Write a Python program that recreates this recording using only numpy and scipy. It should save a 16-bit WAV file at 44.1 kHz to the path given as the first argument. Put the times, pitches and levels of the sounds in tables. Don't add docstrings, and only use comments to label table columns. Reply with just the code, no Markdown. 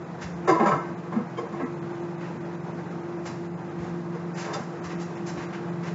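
import sys
import numpy as np
from scipy import signal
from scipy.fft import rfft, irfft
from scipy.io import wavfile
from scipy.ndimage import uniform_filter1d

SR = 44100
rng = np.random.default_rng(int(sys.argv[2]) if len(sys.argv) > 2 else 0)


def unload_wav(signal):
    wavfile.write(
        sys.argv[1],
        SR,
        np.round(np.clip(np.atleast_2d(signal).T, -1, 1) * 32767).astype(np.int16),
    )


def invert_db(level):
    return 10 ** (np.asarray(level, dtype=float) / 20)


N = 261954
TIME = np.arange(N) / SR

# [t/s, wall level/dB, rim level/dB, chatter/s]
BLOWS = [(0.472, -17.5, -27, 0.045), (0.505, -19.5, -33.5, 0.014), (0.547, -23.5, -41, 0.019),
         (.592, -17, -42.5, .03), (0.62, -24.5, -42.5, 0.036), (0.654, -20, -32.5, 0.054),
         (.68, -29, -40.5, 0.04), (.708, -21.5, -40, 0.036), (0.741, -34, -47, 0.027),
         (.785, -41, -69, 0.039), (1.12, -28.5, -49, 0.025), (1.151, -32.5, -48.5, 0.028),
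         (1.184, -32, -56, 0.017), (1.37, -31.5, -42, 0.04), (1.519, -36.5, -49, 0.044),
         (1.595, -29, -56.5, 0.027), (1.623, -41.5, -54, 0.051), (4.14, -38, -50, 0.029),
         (4.461, -32, -51, 0.084), (4.528, -33.5, -40.5, 0.049), (4.569, -35.5, -63, .05),
         (4.719, -41, -64, 0.025)]
# [f/Hz, level/dB, time to fall 60 dB/s]
WALL_MODES = [(455, -2.5, 0.061), (610, 1, 0.014), (716, 1, 0.034), (800, -5, 0.037), (914, -5, 0.017),
              (990, 2, 0.038), (1083, 1, 0.067), (1169, -3, 0.026), (1310, -11.5, 0.3), (1300, -29, 0.024),
              (1523, -14.5, 0.047), (1659, -6, 0.027), (1783, -11.5, 0.041), (2090, -13.5, 0.06),
              (2110, -20, 0.18), (2740, -28, 0.058)]
# [f/Hz, level/dB, time to fall 60 dB/s]
RIM_MODES = [(3670, 0.5, 0.045), (4500, -14, 0.011), (4730, -0.5, .03), (4926, -5, 0.044),
             (5100, -0.5, .02), (5990, 0, 0.022), (6570, -12, .02), (6440, -6, 0.03), (6950, 7, 0.0099)]
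# [t/s, f/Hz, peak level/dB, contact/s]
WORKTOP_BOOMS = [(.27, 524, -40.5, 0.043), (.49, 147.4, -23.5, .03), (1.62, 459, -27.5, 0.036),
                 (.475, 373, -8.5, 0.023), (.477, 455, -18.5, .037), (.506, 324, -11.5, 0.022),
                 (.594, 223, -13.5, .025), (.62, 336.5, -13.5, 0.016), (.645, 204.7, -16.5, 0.036),
                 (.708, 146, -22.5, 0.046), (.74, 279, -27.5, .035), (1.122, 207.4, -18.5, 0.081),
                 (1.152, 234.4, -13, 0.016), (1.179, 488, -23.5, 0.012), (1.187, 246, -25.5, 0.027),
                 (1.378, 475, -20.5, .015), (1.417, 466, -25.5, 0.028), (1.52, 202, -24, 0.015),
                 (1.596, 284, -25, 0.034), (1.627, 253.4, -17.5, 0.016), (4.141, 474, -29.5, 0.041),
                 (4.598, 229, -24, 0.0098), (4.72, 484, -32, 0.036), (5.183, 198, -29, 0.031)]
# [t/s, f/Hz, peak level/dB, contact/s]
WALL_CLANGS = [(.476, 774, -13, 0.024), (.478, 1596, -24.5, 0.025), (.504, 1012, -12, 0.03),
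               (.552, 987, -20.5, .045), (.594, 1310, -31, 0.05), (.6, 806, -18, 0.055),
               (.647, 1620, -23, 0.019), (.653, 963, -12, 0.015), (.656, 1315, -19, 0.019),
               (.665, 2277, -28.5, 0.037), (.7, 1056, -19, 0.039), (.705, 1310, -18, 0.042),
               (.74, 1103, -21, 0.02), (.769, 1320, -28.5, 0.052), (.782, 944, -29, 0.017),
               (.785, 1544, -38.5, 0.12), (1.118, 1026, -28.5, 0.016), (1.184, 1066, -42.5, 0.054),
               (1.372, 2270, -41.5, .02), (1.37, 3160, -35, 0.016), (.478, 4810, -37, 0.053),
               (1.6, 1070, -38, 0.024), (1.6, 1950, -39, 0.055), (1.615, 678, -26.5, 0.011),
               (4.47, 656, -35, 0.063), (4.53, 3600, -32.5, 0.013), (4.53, 4850, -31.5, .019),
               (4.535, 1323, -27, 0.019), (4.54, 800, -29, 0.041), (4.56, 555, -31, 0.018)]
WORKTOP_T60_S, WALL_T60_S = 0.11, 0.06

# [t/s, hiss level/dB, rub level/dB, slide/s]
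SCUFFS = [(.207, -48.5, -39.5, .024), (1.552, -76, -50, .04), (1.941, -73.5, -54.5, 0.027),
          (2.2, -65, -48, .06), (2.901, -66.5, -57, 0.018), (3.251, -46, -40.5, 0.016),
          (3.777, -63.5, -51, 0.11), (4.335, -56, -47, 0.062), (4.37, -47, -41, 0.049),
          (4.437, -51.5, -39.5, 0.018), (4.528, -39.5, -35.5, 0.0056), (4.834, -50.5, -44, 0.024),
          (4.89, -56.5, -41, 0.026), (4.99, -51.5, -47.5, 0.035), (5.148, -59.5, -47, .018),
          (5.257, -47.5, -44.5, 0.033), (5.367, -57.5, -43, 0.068), (5.524, -60, -41, 0.022),
          (5.825, -57, -44, 0.048), (5.862, -54.5, -44, 0.016)]
# [t/s, peak level/dB, f/Hz]
HEEL_THUMPS = [
    (.235, -22.5, 78.6),
    (0.711, -31.5, 98),
    (3.788, -25, 79.3),
    (3.871, -49.5, 88),
    (4.319, -63, 68),
    (4.847, -30, 83.4),
    (5.329, -35, 188),
    (5.372, -30, 80.5),
]
SCUFF_RISE_S, SCUFF_HZ = 0.01, 5450

# [t/s, base tone level/dB, octave level/dB]
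COMPRESSOR_HUM = [(0, -42.5, -37), (.25, -42.5, -60.5), (.45, -40.5, -33), (1.3, -40.5, -42),
                  (1.75, -46, -37.5), (2.0, -44, -34.5), (2.25, -39.5, -41.5), (2.5, -41, -38),
                  (2.85, -37, -40.5), (3.15, -40, -35.5), (3.4, -40, -37), (3.65, -42, -44.5),
                  (3.9, -37, -36.5), (4.3, -37, -40.5), (4.469, -43.5, -36.5), (4.7, -40, -42.5),
                  (5.25, -39, -37), (5.94, -36, -40)]
COMPRESSOR_HZ = 171.93
# [f/Hz, level/dB]
MAINS_HUM = [(100, -57), (150, -45.5), (300.5, -51.5)]

# [f/Hz, level/dB per Hz]
NOISE_COLOUR = [(40, -41), (70, -38), (110, -10), (170, 1.5), (260, -8.5), (400, -5), (520, -8.5),
                (800, -7.5), (1200, -13), (2000, -21.5), (2500, -28.5), (3100, -32), (4500, -36),
                (7600, -39)]
# [t/s, level/dB]
NOISE_LEVEL = [(0, -41.5), (1.001, -42), (1.999, -41), (2.999, -41), (4, -41.5), (5.001, -41), (5.94, -40)]
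# [f/Hz, width/Hz, level/dB]
ROOM_TONES = [(127.2, 4.6, -52), (190.6, 8.5, -49), (234.9, 5.1, -50), (345.4, 14, -46), (458, 3.6, -55),
              (701, 23, -62)]
KITCHEN_T60_S, KITCHEN_DB = 0.51, -2

# [f/Hz, width/Hz, share removed 0-1]
MIC_DIP = (3200, 200, 0.38)
THINNED = [.045, .343, .793, 1.282, 1.474, 1.752, 1.935, 2.02, 2.169, 2.39, 2.439, 2.57, 2.62, 2.735, 2.895,
           3.022, 3.18, 3.535, 3.632, 3.697, 4.345, 4.813, 4.968, 5.165, 5.474, 5.711]
EMPTIED = [.466, .962, 1.646, 1.805, 3.487, 3.56]
THINNED_ABOVE_HZ, THINNED_KEEP, EMPTIED_KEEP, THINNED_LOSS = 2800, 0.3, 0.1, 0.95
WEBCAM_TOP_HZ, WEBCAM_RATE_HZ = 7480, 16000


def rms_one(x):
    return x / np.sqrt(np.mean(x ** 2) + 1e-20)


def band(x, low_hz, high_hz):
    return signal.sosfilt(signal.butter(2, [low_hz, min(high_hz, .45 * SR)], "band", fs=SR, output="sos"), x)


def drift(rate):
    r = np.exp(-80 * np.pi * rate / SR)
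    noise = rng.standard_normal(N // 40 + 2002)
    slow = signal.lfilter([1], [1, -2 * r, r * r], noise)[2000:]
    return np.interp(np.arange(N) / 40, np.arange(len(slow)), rms_one(slow))


def ring(force, hz, t60):
    r, w = invert_db(-60 / (t60 * SR)), 2 * np.pi * hz / SR
    return signal.lfilter([0, np.sin(w)], [1, -2 * r * np.cos(w), r * r], force)


def add(out, s, sound):
    i = round(s * SR)
    out[i:i + len(sound)] += sound[:N - i]


def pot_clatter():
    out, t = np.zeros(N), TIME[:SR // 3]
    for s, wall_db, rim_db, chatter_s in BLOWS:
        contact = np.clip(t / .006, 0, 1) * np.clip(2.5 * (1 - t / chatter_s), 0, 1)
        force = contact * rng.standard_normal((4, len(t))) + 1e-18
        wall = 7.0 * band(force[3], 480, 1900)
        for k, (hz, db, t60) in enumerate(WALL_MODES):
            wall += invert_db(db) * ring(force[k % 3], hz, min(t60, .2))
        rim = 16.0 * band(force[0], 2500, 7800)
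        for k, (hz, db, t60) in enumerate(RIM_MODES):
            rim += invert_db(db) * ring(force[3 - k % 2], hz, min(t60, .024))
        wall = invert_db(wall_db - 29.5) * band(wall, 350, 2700)
        rim = invert_db(rim_db - 38.0) * band(rim, 2400, 8200)
        add(out, s, wall + rim)
    return out


def booms_and_clangs():
    out, t = np.zeros(N), TIME[:SR // 2]
    for rows, t60 in (WORKTOP_BOOMS, WORKTOP_T60_S), (WALL_CLANGS, WALL_T60_S):
        for s, hz, peak_db, contact_s in rows:
            roughness = min(.2 + hz / 4000, .9)
            uneven = 1 + roughness * rms_one(ring(rng.standard_normal(len(t)), 55, .03))
            pressure = np.sin(np.pi * np.clip(t / contact_s, 0, 1)) ** .4
            push = pressure * np.sin(2 * np.pi * (hz * t + rng.random()))
            rung = ring(uneven * push + 1e-18, hz, t60)
            add(out, s, invert_db(peak_db - 4.5) * rung / np.max(np.abs(rung)))
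    return out


def shoes():
    out, t = np.zeros(N), TIME[:SR // 3]
    for s, hiss_db, rub_db, slide_s in SCUFFS:
        rise = np.clip(t / SCUFF_RISE_S, 0, 1)
        fade = np.exp(-np.maximum(t - SCUFF_RISE_S - slide_s, 0) / .009)
        grit = rng.standard_normal((2, len(t))) * invert_db(2.6 * rng.standard_normal((2, len(t))))
        hiss = rms_one(band(grit[0], SCUFF_HZ / 1.3, SCUFF_HZ * 1.4))
        rub = rms_one(band(grit[1], 420, 2000))
        add(out, s, rise * fade * (invert_db(hiss_db) * hiss + invert_db(rub_db) * rub))
    for s, peak_db, hz in HEEL_THUMPS:
        swell = (t / 0.012) * np.exp(-t / 0.012)
        add(out, s, invert_db(peak_db - 2.0) * swell * np.sin(2 * np.pi * hz * t))
    return out


def fridge():
    s, first_db, second_db = np.transpose(COMPRESSOR_HUM)
    phase = 2 * np.pi * COMPRESSOR_HZ * TIME + 0.033 * drift(17.0)
    out = invert_db(np.interp(TIME, s, first_db) + 2.6 * drift(5.0)) * np.sin(phase)
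    octave_phase = 2 * phase + 0.85 + 0.46 * drift(7.8)
    out += invert_db(np.interp(TIME, s, second_db) + 1.2 * drift(15.0)) * np.sin(octave_phase)
    for hz, line_db in MAINS_HUM:
        out += invert_db(line_db + 2.0 * drift(3.7)) * np.sin(2 * np.pi * hz * TIME + 0.082 * drift(5.5))
    return np.sqrt(2) * out


def room_noise():
    hz, level_db = np.transpose(NOISE_COLOUR)
    edges, white = 40 * 2 ** (np.arange(24) / 3), rng.standard_normal((2, N))
    out, together = np.zeros(N), drift(20.0)
    for k, (low, high) in enumerate(zip(edges, edges[1:])):
        colour_db = np.interp(np.log(low * high) / 2, np.log(hz), level_db)
        gain_db = colour_db + 1.0 * together + 0.56 * drift(13.0)
        out += invert_db(gain_db) * band(white[k % 2], low, high)
    s, room_db = np.transpose(NOISE_LEVEL)
    out = invert_db(np.interp(TIME, s, room_db) + 2.0) * rms_one(out)
    for mode_hz, width_hz, mode_db in ROOM_TONES:
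        hum = ring(rng.standard_normal(N), mode_hz, 3.2 / width_hz)
        out += invert_db(mode_db) * rms_one(hum)
    return out


def kitchen_echo(x):
    t = TIME[:SR * 2 // 3]
    tail = rng.standard_normal(len(t)) * invert_db(-60 * t / KITCHEN_T60_S) * np.clip(t / .006, 0, 1)
    return signal.fftconvolve(x, tail / np.sqrt(np.sum(tail ** 2)))[:N]


def scene():
    rattle, rings, steps = pot_clatter(), booms_and_clangs(), shoes()
    to_walls = invert_db(-1) * rattle + steps + invert_db(-14) * rings
    echo = invert_db(KITCHEN_DB) * kitchen_echo(to_walls)
    return (rattle + rings + steps + fridge() + room_noise() + echo)[None]


def coarsen(x, step):
    size = 2 * round(.026 * SR)
    hz, _, lines = signal.stft(x, SR, window="cosine", nperseg=size)
    local = uniform_filter1d(np.abs(lines), size=25, axis=0)
    grid = step * np.clip(hz[:, None] / 1500, .05, 1) * local + 1e-12
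    lines = grid * (np.round(lines.real / grid) + 1j * np.round(lines.imag / grid))
    return signal.istft(lines, window="cosine", nperseg=size)[1][:N]


def thin_treble(x):
    out, size = x.copy(), round(.04 * SR)
    window, hz = np.sqrt(signal.windows.tukey(size, .9)), np.fft.rfftfreq(size, 1 / SR)
    for times, kept in (THINNED, THINNED_KEEP), (EMPTIED, EMPTIED_KEEP):
        for s in times:
            i = round(s * SR) - size // 2
            lines = rfft(x[i:i + size] * window)
            strength = uniform_filter1d(np.abs(lines), size=7) * hz
            high = (hz > THINNED_ABOVE_HZ * rng.uniform(.87, 1.13)) & (hz < 6250)
            weak = high & (strength < np.quantile(strength[high], 1 - kept))
            out[i:i + size] -= THINNED_LOSS * irfft(lines * weak, size) * window
    return out


def roll_off(x):
    return signal.sosfilt(signal.butter(12, 15720, fs=SR, output="sos"), x)


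def record(dry):
    x = signal.sosfilt(signal.butter(4, 72, "high", fs=SR, output="sos"), dry[0])
    dip_hz, width_hz, share = MIC_DIP
    x = x - share * signal.lfilter(*signal.iirpeak(dip_hz, dip_hz / width_hz, SR), x)
    x = thin_treble(coarsen(x, step=1.2))
    x = signal.sosfilt(signal.ellip(10, .5, 60, WEBCAM_TOP_HZ, fs=SR, output="sos"), x)
    mirrored = x * np.cos(2 * np.pi * WEBCAM_RATE_HZ * TIME)
    image = signal.sosfilt(signal.butter(8, 9000, "high", fs=SR, output="sos"), mirrored)
    mix = x + invert_db(-65.0) * image + invert_db(-90.0) * rng.standard_normal(N)
    return roll_off(mix[None])


dry = scene()
out = record(dry)
unload_wav(out)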